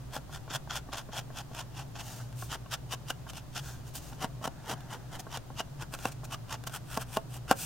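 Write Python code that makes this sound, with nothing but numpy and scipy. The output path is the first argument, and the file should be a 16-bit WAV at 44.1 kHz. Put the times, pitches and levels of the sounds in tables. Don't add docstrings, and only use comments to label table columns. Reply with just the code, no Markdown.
import sys
import numpy as np
from scipy import signal
from scipy.fft import rfft, irfft
from scipy.io import wavfile

SR = 44100
rng = np.random.default_rng(int(sys.argv[2]) if len(sys.argv) > 2 else 0)


def put_to_file(sound):
    columns = np.atleast_2d(sound).T
    safe = np.clip(columns, -1, 1)
    whole_steps = np.round(safe * 32767)
    wavfile.write(sys.argv[1], SR, whole_steps.astype(np.int16))


N = 337365
TIME = np.arange(N) / SR
BLOW_TIME = TIME[:SR // 8]
FREQS = np.maximum(np.arange(N // 2 + 1) * SR / N, 1)

# peak time in seconds, length in seconds, level in dB,
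# ring of the rubbed span in Hz.
STROKES = [(0.159, 0.079, -44, 760), (0.352, 0.091, -47, 1410), (0.552, 0.064, -36, 1570),
           (0.763, 0.095, -39.5, 1350), (0.987, 0.083, -41, 760), (1.18, 0.087, -40, 746),
           (1.39, 0.091, -43.5, 806), (1.59, 0.11, -42.5, 935), (1.8, 0.12, -47, 790),
           (2.005, 0.071, -44.5, 800), (2.537, 0.078, -38.5, 1410), (2.739, 0.058, -36, 1470),
           (2.933, 0.057, -36, 990), (3.103, 0.057, -39.5, 1450), (3.299, 0.046, -48, 1500),
           (3.375, 0.074, -46, 1400), (3.58, 0.078, -40.5, 1450), (4.235, 0.076, -41, 730),
           (4.451, 0.047, -40, 760), (4.707, 0.1, -41.5, 820), (4.935, 0.1, -48.5, 900),
           (5.151, 0.08, -48, 724), (5.35, 0.089, -41.5, 960), (5.599, 0.06, -39.5, 890),
           (5.822, 0.057, -43.5, 920), (5.944, 0.047, -45, 1430), (6.069, 0.1, -46, 1130),
           (6.336, 0.061, -39.5, 1240), (6.532, 0.076, -39.5, 945), (6.754, 0.088, -44, 1370),
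           (6.948, 0.15, -46.5, 1200), (7.018, 0.063, -47, 1300), (7.149, 0.13, -47.5, 1090),
           (7.351, 0.095, -49, 800), (7.516, 0.057, -37, 1400)]
# time in seconds, body and hiss in dB
# against the stroke's level, ring of the free edge in Hz.
EDGE_COLOUR = [(0.16, 2, -3, 3250), (0.55, -0.5, -5, 3300), (1.8, -0.5, -7, 2960), (2.54, 0, -4.5, 3200),
               (2.75, -2, -6, 3140), (3.1, -2.5, -4, 2870), (3.58, -5, -5.5, 3170), (4.24, 3, -5, 2900),
               (5.15, 4.5, -4, 3200), (5.6, -3.5, -9, 2880), (5.82, 3, -6, 2760), (5.95, 2.5, 1, 2670),
               (6.5, 0.5, -7.5, 2950), (6.75, 1, 0.5, 3060), (7.36, -2.5, 1.5, 2750), (7.51, 3.5, -3, 2830)]
# start in seconds, level in dB, centre of the ring in Hz,
# thump of the two lowest modes in dB, ring of the free edge in dB.
SNAPS = [(0.1654, -30.5, 830, -12, -18), (2.5528, -37.5, 1300, -15, -13), (2.9377, -34, 1100, -12, -9),
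         (3.105, -31, 1310, -13, -1), (4.2445, -26, 800, 9.5, -13), (4.4545, -31, 950, 1, -26),
         (4.4764, -27.5, 700, 7, -15), (4.7369, -37, 900, 7, -5), (5.6039, -29, 1000, -17, -2.5),
         (6.0548, -22.5, 890, 4, -7.5), (6.9748, -23.5, 650, 1.5, -39), (7.1707, -19.5, 690, -6, -15),
         (7.5123, -11.5, 970, 3, -14)]
# pitch in Hz, level in dB, seconds to fall by 60 dB.
CARD_MODES = [(176, -6, 0.15), (273, 7, 0.021), (441, -11.5, 0.079), (551, -12, 0.14), (661, -5, 0.1),
              (770, 2.5, 0.031), (885, 5, 0.019), (1080, 3, 0.023), (1400, 2, 0.024), (1560, -2.5, 0.038),
              (2322, -8, 0.04), (2810, 6.5, 0.013), (3525, 4, 0.028)]


def from_db(db):
    return 10 ** (np.asarray(db) / 20)


def rms_one(x):
    return x / np.sqrt(np.mean(x ** 2) + 1e-20)


def on_freqs(points):
    hz, value = np.transpose(points)
    return np.interp(np.log(FREQS), np.log(hz), value)


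def butter(x, hz, kind, order=2):
    return signal.sosfilt(signal.butter(order, hz, kind, fs=SR, output="sos"), x + 1e-18)


def resonator(hz, width_hz):
    return signal.iirpeak(hz, hz / width_hz, fs=SR)


def drift(rate_hz):
    pole = np.exp(-2 * np.pi * rate_hz / SR)
    return rms_one(signal.lfilter([1], [1, -2 * pole, pole ** 2], rng.standard_normal(N + SR))[SR:])


def delayed(pair, delay_s):
    when = (TIME - delay_s) % TIME[-1]
    return np.array([np.interp(when, TIME, channel) for channel in pair])


def add(out, s, sound):
    start = round(s * SR)
    out[:, start:start + sound.shape[-1]] += sound[..., :N - start]


def stereo_noise(pair, colour, likeness):
    mid, side = rfft(pair)
    alike = np.clip(on_freqs(likeness), -1, 1)
    spectrum = np.sqrt(1 + alike) * mid + np.sqrt(1 - alike) * side * [[1], [-1]]
    return irfft(from_db(on_freqs(colour)) * spectrum, N)


def room_tone(air_db=-45, mains_hz=59.8, mains_db=-54.5, octave_hz=120):
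    # frequency in Hz, relative level in dB.
    colour = [(20, 4.5), (40, -7), (58, 11.5), (80, -6.5), (105, 6), (128, 14), (160, 3.5), (200, -4.5),
              (250, -2.5), (450, -10.5), (660, -10), (1500, -18.5), (2000, -23), (7000, -26), (16000, -32)]
    # frequency in Hz, correlation.
    likeness = [(30, 0.4), (140, 0.89), (250, 0.26), (500, 0.0035), (650, 0.51), (1500, 0.37),
                (5000, 0.015)]
    # time in seconds, level in dB.
    octave_levels = [(0.0, -68), (1.4, -53.5), (2.42, -38), (2.66, -46), (3.3, -51), (4.1, -51),
                     (4.85, -47), (5.3, -57), (6.2, -46.5), (7.65, -45.5)]
    air = rms_one(stereo_noise(rng.standard_normal((2, N)), colour, likeness))
    partials = [(mains_hz, mains_db), (octave_hz, np.interp(TIME, *np.transpose(octave_levels)))]
    hum = sum(from_db(db) * np.sin(2 * np.pi * hz * TIME + drift(rate_hz=4)) for hz, db in partials)
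    return from_db(air_db) * air + hum


def edge_pitch(s):
    when, _, _, ring_hz = np.transpose(EDGE_COLOUR)
    return np.interp(s, when, ring_hz)


def span_pitch(s):
    when, _, _, ring_hz = np.transpose(STROKES)
    return ring_hz[np.argmin(np.abs(when - s))]


def moving_ring(grains, pitch, width_hz, size=512):
    out, state = np.zeros((2, N)), np.zeros((2, 2))
    for i in range(0, N, size):
        peak = resonator(pitch(TIME[i]), width_hz)
        out[:, i:i + size], state = signal.lfilter(*peak, grains[:, i:i + size], zi=state)
    return out


def card_resonance(grains, lift_db=-2.0, swing_db=2.5, swing_hz=3, widen=1.12, bend=.05):
    ringing = 0
    for hz, _, t60 in CARD_MODES[4:]:
        width_hz = widen * np.log(1000) / (np.pi * t60)
        answer = from_db(lift_db + swing_db * np.tanh(drift(swing_hz)))
        ringing = ringing + answer * signal.lfilter(*resonator(hz, width_hz), grains)
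    edge = from_db(2.2) * moving_ring(grains, edge_pitch, width_hz=440)
    span = moving_ring(grains, span_pitch, width_hz=270)
    glide_s = np.cumsum(bend * np.tanh(drift(swing_hz))) / SR
    sheet = grains + edge + span + delayed(ringing, glide_s)
    comb_s = 0.001112 * (1 + np.tanh(drift(0.92)) / 10)
    return sheet + 0.25 * delayed(sheet, comb_s)


def friction(passes, colour, slips_per_s, crackle_db, judder_db, judder_hz, sharpness,
             boom_db, boom_growth, trim_db):
    # frequency in Hz, correlation.
    likeness = [(200, 0.89), (700, 0.99), (1600, 1), (3300, 0.94), (4300, 0.54), (9000, 0.62),
                (15000, 0.32)]
    band_edges = [60, 500, 2200, 7500, 17000]
    releases = [1.3, 0.99, 0.9, 0.86]
    size_db = crackle_db * np.minimum(rng.exponential(1, N), 5)
    slipping = rng.random(N) < slips_per_s / SR
    slips = slipping * from_db(size_db + judder_db * np.tanh(drift(judder_hz)))
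    grains = stereo_noise(slips * rng.standard_normal((2, N)), colour, likeness)
    sheet = rfft(card_resonance(grains))
    power = np.zeros((4, N))
    for s, rise, fall, rasp_db, body_db, hiss_db in passes:
        near = slice(*np.searchsorted(TIME, [s - 3 * rise, s + 3 * fall]))
        since = TIME[near] - s
        pressing = np.maximum(-since / rise, 0) ** sharpness
        letting_go = np.maximum(since / (fall * np.array(releases)[:, None]), 0) ** 2
        bands_db = np.array([boom_db + boom_growth * body_db, body_db, 0, hiss_db]) + trim_db
        power[:, near] += from_db(rasp_db + bands_db[:, None] - 20 * (pressing + letting_go)) ** 2
    bands = [rms_one(irfft(sheet * (FREQS >= low) * (FREQS < high), N))
             for low, high in zip(band_edges, band_edges[1:])]
    return sum(gain * band for gain, band in zip(np.sqrt(power), bands))


def foam_scrapes(rise_share=0.58):
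    # frequency in Hz, relative level in dB.
    colour = [(150, -9.5), (450, -6), (660, -2), (900, -3), (1200, -2), (1400, 2), (1700, -5.5), (2200, -8),
              (3300, -7), (4100, -11.5), (5500, -5.5), (8500, -10.5), (12000, -14.5), (16000, -20)]
    # peak time in seconds, level in dB.
    scuffs = [(0.506, -44.5), (0.708, -41), (0.931, -40.5), (1.128, -47.5), (1.958, -49), (2.512, -44),
              (3.564, -45.5)]
    s, length, level_db, _ = np.transpose(STROKES)
    when, body_db, hiss_db, _ = np.transpose(EDGE_COLOUR)
    rise = length * rise_share
    strokes = list(zip(s, rise, length - rise, level_db,
                       np.interp(s, when, body_db), np.interp(s, when, hiss_db)))
    grips = [(at, 0.014, 0.04, db, 1.5, -13) for at, db in scuffs]
    slips = [(at, 0.011, 0.006, min(db - 14, -40), 3, -3.5) for at, db, *_ in SNAPS]
    return friction(strokes + grips + slips, colour, slips_per_s=14000, crackle_db=-0.03, judder_db=4.0,
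                    judder_hz=112, sharpness=1.48, boom_db=-16.0, boom_growth=3.2, trim_db=0.67)


def level_attack(ring):
    return ring / np.std(ring[BLOW_TIME < .01])


def card_ring(centre_hz, reach, thump_db=0, ring_db=-5.0, focus_db=4.0, rebound_s=0.00258):
    hz, mode_db, t60 = np.array(CARD_MODES).T[:, :, None]
    strength_db = mode_db - focus_db * np.log2(hz / centre_hz) ** 2 + rng.standard_normal(hz.shape)
    strength_db[:2] += thump_db
    decays = from_db(strength_db - 60 * BLOW_TIME / t60)
    ring = np.sum(decays * np.sin(2 * np.pi * hz * BLOW_TIME), axis=0)
    lag = 1 + int(rng.uniform(1, 2.004) * rebound_s * SR)
    ring = ring + .5 * np.pad(ring, (lag, 0))[:len(ring)]
    ring = butter(ring, reach * centre_hz, "low", order=3)
    ring = butter(ring, 143, "high")
    return from_db(ring_db) * level_attack(ring)


def crack(spike_db=16.5, grit_db=8, grit_t60=0.014, band_hz=(2200, 10000), width=0.55):
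    mid, side = rng.uniform(-np.sqrt(3), np.sqrt(3), (2, len(BLOW_TIME)))
    grit = mid + width * side * np.array([[1], [-1]])
    burst = grit * from_db(grit_db - 60 * BLOW_TIME / grit_t60)
    burst[:, 0] -= from_db(spike_db)
    return butter(burst, band_hz, "band", order=1)


def card_snaps(edge_t60=0.021, crack_db=-13):
    out = np.zeros((2, N))
    for s, level_db, centre_hz, thump_db, edge_db in SNAPS:
        edge_decay = from_db(edge_db + 6 - 60 * BLOW_TIME / edge_t60)
        edge = edge_decay * np.sin(2 * np.pi * edge_pitch(s) * BLOW_TIME)
        sheet = card_ring(centre_hz, reach=2.53, thump_db=thump_db)
        add(out, s, from_db(level_db) * (sheet + edge + from_db(crack_db) * crack()))
    return out


def foam_pats(flatten_s=0.0014):
    # start in seconds, level in dB, centre of the ring in Hz.
    pats = [(0.2943, -47.5, 900), (0.478, -47.5, 1220), (0.674, -47.5, 1010), (0.888, -44.5, 800),
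            (1.089, -44, 850), (1.302, -46.5, 920), (1.513, -46.5, 700), (2.4228, -40, 1150),
            (2.659, -49, 1310), (3.267, -47, 1100), (4.125, -47, 746), (4.413, -46.5, 800),
            (5.267, -44.5, 1010), (5.502, -45, 750), (6.233, -46.5, 940)]
    out, age = np.zeros((2, N)), BLOW_TIME / flatten_s
    for s, level_db, centre_hz in pats:
        press = rng.standard_normal(len(age)) * np.sqrt(age) * np.exp(-age)
        ring = signal.fftconvolve(card_ring(centre_hz, reach=1.8), press)[:len(age)]
        add(out, s, from_db(level_db) * level_attack(ring))
    return out


def edge_ticks(crack_db=-3.5):
    # start in seconds, level in dB.
    ticks = [(0.9346, -35.5), (1.5484, -41.5), (2.327, -52), (3.334, -44), (3.952, -47), (4.131, -50),
             (4.8063, -48.5), (5.373, -35), (5.939, -35.5), (5.989, -44), (6.6382, -43.5), (6.6716, -36.5),
             (6.696, -46), (7.0105, -45)]
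    out = np.zeros((2, N))
    for s, level_db in ticks:
        ring = card_ring(centre_hz=1680, reach=2.4)
        add(out, s, from_db(level_db) * (ring + from_db(crack_db) * crack()))
    return out


def finger_slides(rise_share=0.35):
    # peak time and length in seconds, level and brightness in dB.
    slides = [(2.095, 0.35, -51, -0.5), (2.204, 0.041, -63, -11), (2.41, 0.17, -52.5, 3.5),
              (3.667, 0.25, -52.5, -1), (3.874, 0.1, -58.5, 0.5), (3.96, 0.066, -43.5, 2.5),
              (4.036, 0.3, -56, -0.5), (4.69, 1, -69, -9.5), (5.198, 0.031, -45.5, -1.5),
              (6.02, 0.21, -53.5, -1), (6.121, 0.025, -50.5, -0.5), (6.247, 0.031, -49, -0.5),
              (6.673, 0.026, -40.5, -0.5), (7.614, 0.18, -42.5, 3.5)]
    # frequency in Hz, relative level in dB.
    colour = [(150, 7), (450, -1), (700, 2), (1100, -4), (1450, 3), (2000, -6), (3000, -12), (4200, -8),
              (6500, -3), (9000, -7.5), (16000, -12)]
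    s, length, level_db, bright_db = np.transpose(slides)
    rise = length * rise_share
    body_db = -4 - 1.66 * bright_db
    hiss_db = bright_db - 0.5
    passes = zip(s, rise, length - rise, level_db, body_db, hiss_db)
    return friction(passes, colour, slips_per_s=9800, crackle_db=1.5, judder_db=1.5, judder_hz=60.6,
                    sharpness=1.54, boom_db=-5.5, boom_growth=0.61, trim_db=0.94)


def room_tail(x, wall_hz=2200, delay_s=0.0076, t60=0.15):
    t = TIME[:SR // 3]
    noise = butter(rng.standard_normal((2, len(t))), wall_hz, "low")
    tail = noise * from_db(-60 * t / t60) * (t > delay_s)
    tail /= np.sqrt(np.sum(tail ** 2, axis=1, keepdims=True) * SR / (2 * wall_hz))
    return signal.fftconvolve(x, tail, axes=1)[:, :N]


def scene(room_db=-15.5):
    near = foam_scrapes() + finger_slides() + card_snaps() + edge_ticks() + foam_pats()
    return (near + from_db(room_db) * room_tail(near) + room_tone()) * from_db([[.2], [-.2]])


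def record(dry, cutoff_hz=15900):
    # centre in Hz, width in Hz, depth in dB.
    dips = [(2215, 95, -5), (7750, 190, -20), (10650, 2200, -4)]
    for hz, width_hz, depth_db in dips:
        dry = dry + (from_db(depth_db) - 1) * signal.lfilter(*resonator(hz, width_hz), dry)
    return signal.sosfilt(signal.ellip(12, .1, 80, cutoff_hz, fs=SR, output="sos"), dry)


dry = scene()
out = record(dry)
put_to_file(out)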